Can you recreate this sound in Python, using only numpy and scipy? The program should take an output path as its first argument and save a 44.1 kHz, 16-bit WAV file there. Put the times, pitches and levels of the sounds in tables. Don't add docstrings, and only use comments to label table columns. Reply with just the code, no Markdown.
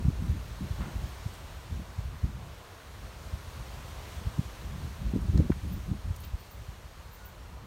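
import sys
import numpy as np
from scipy import signal
from scipy.fft import rfft, irfft, next_fast_len
from scipy.io import wavfile
from scipy.ndimage import uniform_filter1d, map_coordinates

SR = 44100
rng = np.random.default_rng(int(sys.argv[2]) if len(sys.argv) > 2 else 0)


def wav_out(sig):
    wavfile.write(sys.argv[1], SR, np.round(np.clip(np.atleast_2d(sig).T, -1, 1) * 32767).astype(np.int16))


N = 337806


def amp(db):
    return 10 ** (np.asarray(db) / 20)


def unit(x):
    return x / np.sqrt(np.mean(x ** 2) + 1e-20)


def clock():
    return np.arange(N) / SR


def curves(rows):
    times, *columns = np.transpose(rows)
    return [np.interp(clock(), times, column) for column in columns]


def wobble(rate_hz):
    return map_coordinates(rng.standard_normal(int(N * rate_hz / SR) + 4), [clock() * rate_hz])


def filtered(x, response):
    size = next_fast_len(N + SR // 2)
    return irfft(rfft(x, size) * response(np.fft.rfftfreq(size, 1 / SR)), size)[:N]


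def rush(spectrum, patchy_db):
    white = signal.stft(rng.standard_normal(N), nperseg=512)[2]
    patches = uniform_filter1d(rng.standard_normal(white.shape), size=8, axis=0)
    patches = uniform_filter1d(patches, size=16, axis=1)
    noise = signal.istft(white * amp(patchy_db * unit(patches)), nperseg=512)[1][:N]
    knots_hz, db = np.transpose(spectrum)
    return unit(filtered(noise, lambda hz: amp(np.interp(np.log(hz + 1), np.log(knots_hz), db))))


def foliage(wash_gain_db=3, hiss_gain_db=2):
    # time_s, wash_db, hiss_db
    swell = [(0.0, -54.5, -57.5), (0.89, -53, -55), (2.2, -55.5, -59), (3.16, -54.5, -58),
             (3.5, -53.5, -56), (4.05, -52.5, -54.5), (4.88, -54.5, -56), (5.4, -55.5, -57.5),
             (7.17, -58, -60.5), (7.66, -57, -62.5)]
    # frequency_hz, level_db
    wash_spectrum = [(60, 7), (150, -3), (350, 1.5), (620, 3), (780, 1), (1050, 2.5), (1500, -3),
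                     (2200, -10), (4000, -27), (9000, -41)]
    hiss_spectrum = [(400, -31), (1500, 1), (2800, 1.5), (4400, -0.5), (5000, -4), (5500, -3), (6900, -4.5),
                     (7500, -7.5), (8300, -6.5), (9700, -9), (10500, -13.5), (11300, -9.5), (14000, -10.5),
                     (15800, -14)]
    wash_db, hiss_db = curves(swell)
    wash = amp(wash_db + wash_gain_db) * rush(wash_spectrum, patchy_db=0.74)
    hiss = amp(hiss_db + hiss_gain_db + 0.44 * wobble(11)) * rush(hiss_spectrum, patchy_db=0.66)
    return wash + hiss


def whistle(waver_hz=9):
    # time_s, pitch_hz, level_db
    note = [(7.14, 1458, -80), (7.21, 1457, -58), (7.28, 1456, -57), (7.35, 1440, -77)]
    pitch_hz, level_db = curves(note)
    sounding = (clock() > note[0][0]) & (clock() < note[-1][0])
    phase = 2 * np.pi * np.cumsum(pitch_hz + waver_hz * wobble(60)) / SR
    return sounding * amp(level_db) * np.sin(phase)


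def chirps(scratch_db=2.0, fade_s=0.027, undertone_width_hz=190):
    # peak_s, level_db, rise_s, undertone_hz, undertone_gain_db
    rasps = [(5.735, -52.5, .022, 11800, -2), (6.25, -57, .025, 11400, -8), (6.4, -59, .008, 11400, -12),
             (6.513, -53, .005, 11400, -12), (7.142, -57, .02, 11420, -6), (7.26, -51, .008, 11420, -5)]
    # centre_hz, width_hz, gain_db
    shared_modes = [(14260, 190, -1), (14660, 210, 0), (15360, 200, -3)]
    out, t = np.zeros(N), clock()
    for peak_s, level_db, rise_s, undertone_hz, undertone_gain_db in rasps:
        modes = [(undertone_hz, undertone_width_hz, undertone_gain_db)] + shared_modes
        body = lambda hz: sum(amp(db) / (1 + (2 * (hz - centre) / width) ** 2)
                              for centre, width, db in modes)
        swell = amp(level_db) * np.exp(-np.maximum((peak_s - t) / rise_s, (t - peak_s) / fade_s))
        out += swell * unit(filtered(rng.standard_normal(N), body))
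    return out * amp(scratch_db * wobble(150))


def ticks():
    # start_s, level_db, centre_hz, width_octaves, t60_s
    snaps = [(0.804, -45.5, 850, 1.02, 0.69), (1.335, -58.5, 7000, .7, 0.35),
             (5.213, -58, 8750, .15, 0.077), (5.376, -39, 4960, 0.48, 0.017),
             (5.376, -42, 1300, 0.46, 0.036), (5.519, -38.5, 1300, 0.8, 0.042),
             (5.68, -59, 10100, .06, .15), (6.162, -45.5, 4500, 3, 0.036), (6.203, -51.5, 12500, .3, .07),
             (6.236, -51, 3400, 0.8, 0.11)]
    out, t = np.zeros(N), clock()
    for start_s, level_db, centre_hz, width_octaves, t60_s in snaps:
        band = lambda hz: np.exp(-.5 * (np.log2((hz + 1) / centre_hz) / width_octaves) ** 2)
        decay = (t >= start_s) * amp(level_db - 60 * np.abs(t - start_s) / t60_s)
        out += decay * unit(filtered(rng.standard_normal(N), band))
    return out


def gust(start_s, length_s, rise_s=0.013, fall_s=0.012):
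    t = clock()
    return np.exp(-np.maximum(start_s - t, 0) / rise_s - np.maximum(t - start_s - length_s, 0) / fall_s)


def buffeting(breeze_swirl_db=-14.5, rumble_flutter_db=1.35, swirl_flutter_db=3.0):
    # time_s, rumble_db
    breeze = [(0.0, -38.5), (1.15, -44), (1.5, -46.5), (2.45, -44.5), (2.75, -53.5), (2.95, -45.5),
              (3.9, -46), (6.25, -42), (6.45, -51), (7.3, -50), (7.66, -45.5)]
    # start_s, length_s, rumble_db, swirl_to_rumble_db
    gusts = [(0.0, 0.062, -29.5, -11), (0.208, 0.17, -35.5, -6.5), (0.611, 0.068, -40.5, 0),
             (.78, 0.134, -41.5, -2.5), (.95, 0.12, -39.5, -9.5), (1.714, .11, -39.5, -2.5),
             (1.992, .16, -39, -19), (2.244, .045, -35.5, -4.5), (2.336, 0.15, -43.5, -13),
             (3.23, .13, -45, -9), (3.553, 0.067, -38.5, -24), (4.152, 0.068, -39.5, -26),
             (4.644, 0.23, -37.5, -7.5), (5.005, 0.14, -37, -8.5), (5.149, 0.041, -32.5, 0.5),
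             (5.204, 0.063, -33.5, -7), (5.291, .17, -30, -3.5), (5.375, 0.032, -27, 0.5),
             (5.634, .15, -34, -8.5), (5.889, 0.046, -36.5, 1), (6.053, 0.053, -35, -10),
             (6.53, .1, -48.5, -21)]
    # frequency_hz, level_db
    rumble_spectrum = [(15, -32), (30, -11), (55, 2.5), (85, -0.5), (130, -9), (200, -20.5), (300, -31),
                       (600, -74), (1500, -110)]
    swirl_spectrum = [(40, -40), (110, 0.5), (195, 2.5), (265, -8.5), (330, -9), (450, -22.5), (800, -36),
                      (2500, -101)]
    flows = [(amp(curves(breeze)[0]), breeze_swirl_db)]
    for start_s, length_s, rumble_db, swirl_db in gusts:
        flows.append((amp(rumble_db) * gust(start_s, length_s), swirl_db))
    rumble_gain = np.sqrt(sum(flow ** 2 for flow, _ in flows))
    swirl_gain = np.sqrt(sum((flow * amp(swirl_db)) ** 2 for flow, swirl_db in flows))
    flutter = wobble(32)
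    rumble = rumble_gain * amp(rumble_flutter_db * flutter) * rush(rumble_spectrum, patchy_db=1.18)
    swirl = swirl_gain * amp(swirl_flutter_db * flutter) * rush(swirl_spectrum, patchy_db=0.1)
    return rumble + swirl


def eddies(sharpness=6, breakup_ratio=1.35, breakup_db=-17, scatter_s=0.011):
    # peak_s, level_db, centre_hz
    thumps = [(0.054, -15.5, 126), (0.085, -11.5, 136), (.225, -24, 170), (.298, -18.5, 98),
              (.711, -22.5, 105), (1.042, -26, 81), (1.264, -21, 108), (1.73, -26, 107), (1.991, -22.5, 90),
              (2.242, -19, 88.5), (3.339, -26, 89), (4.272, -20.5, 91), (4.394, -16, 149),
              (5.138, -21.5, 261), (5.163, -17, 274), (5.298, -17.5, 108), (5.358, -16.5, 181),
              (5.396, -14, 119), (5.404, -19, 308), (5.415, -20, 71), (5.504, -11.5, 251),
              (5.517, -19.5, 86), (5.916, -20, 125), (6.109, -22, 79), (6.342, -22, 70.4),
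              (6.691, -30.5, 88)]
    out, t = np.zeros(N), clock()
    for peak_s, level_db, centre_hz in thumps:
        near = np.abs(t - peak_s) < .08
        offspring = [(peak_s + scatter_s * late,
                      level_db + breakup_db + 2 * loud,
                      centre_hz * breakup_ratio * np.exp(0.27 * small))
                     for late, loud, small in rng.standard_normal(size=(4, 3))]
        for when_s, db, hz in [(peak_s, level_db, centre_hz)] + offspring:
            passage = 2 * np.pi * hz * (t[near] - when_s) / sharpness
            phasor = np.exp(2j * np.pi * rng.random())
            out[near] += amp(db) * np.real(phasor / (1 - 1j * passage) ** sharpness)
    return out


def scene():
    return (foliage() + buffeting() + eddies() + ticks() + chirps() + whistle())[None]


def record(dry, low_cut_hz=36, top_hz=15850):
    low_cut = lambda hz: (1j * hz) ** 2 / (low_cut_hz ** 2 - hz ** 2 + 1j * hz * low_cut_hz)
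    return np.array([filtered(channel, lambda hz: low_cut(hz) * (hz < top_hz)) for channel in dry])


dry = scene()
out = record(dry)
wav_out(out)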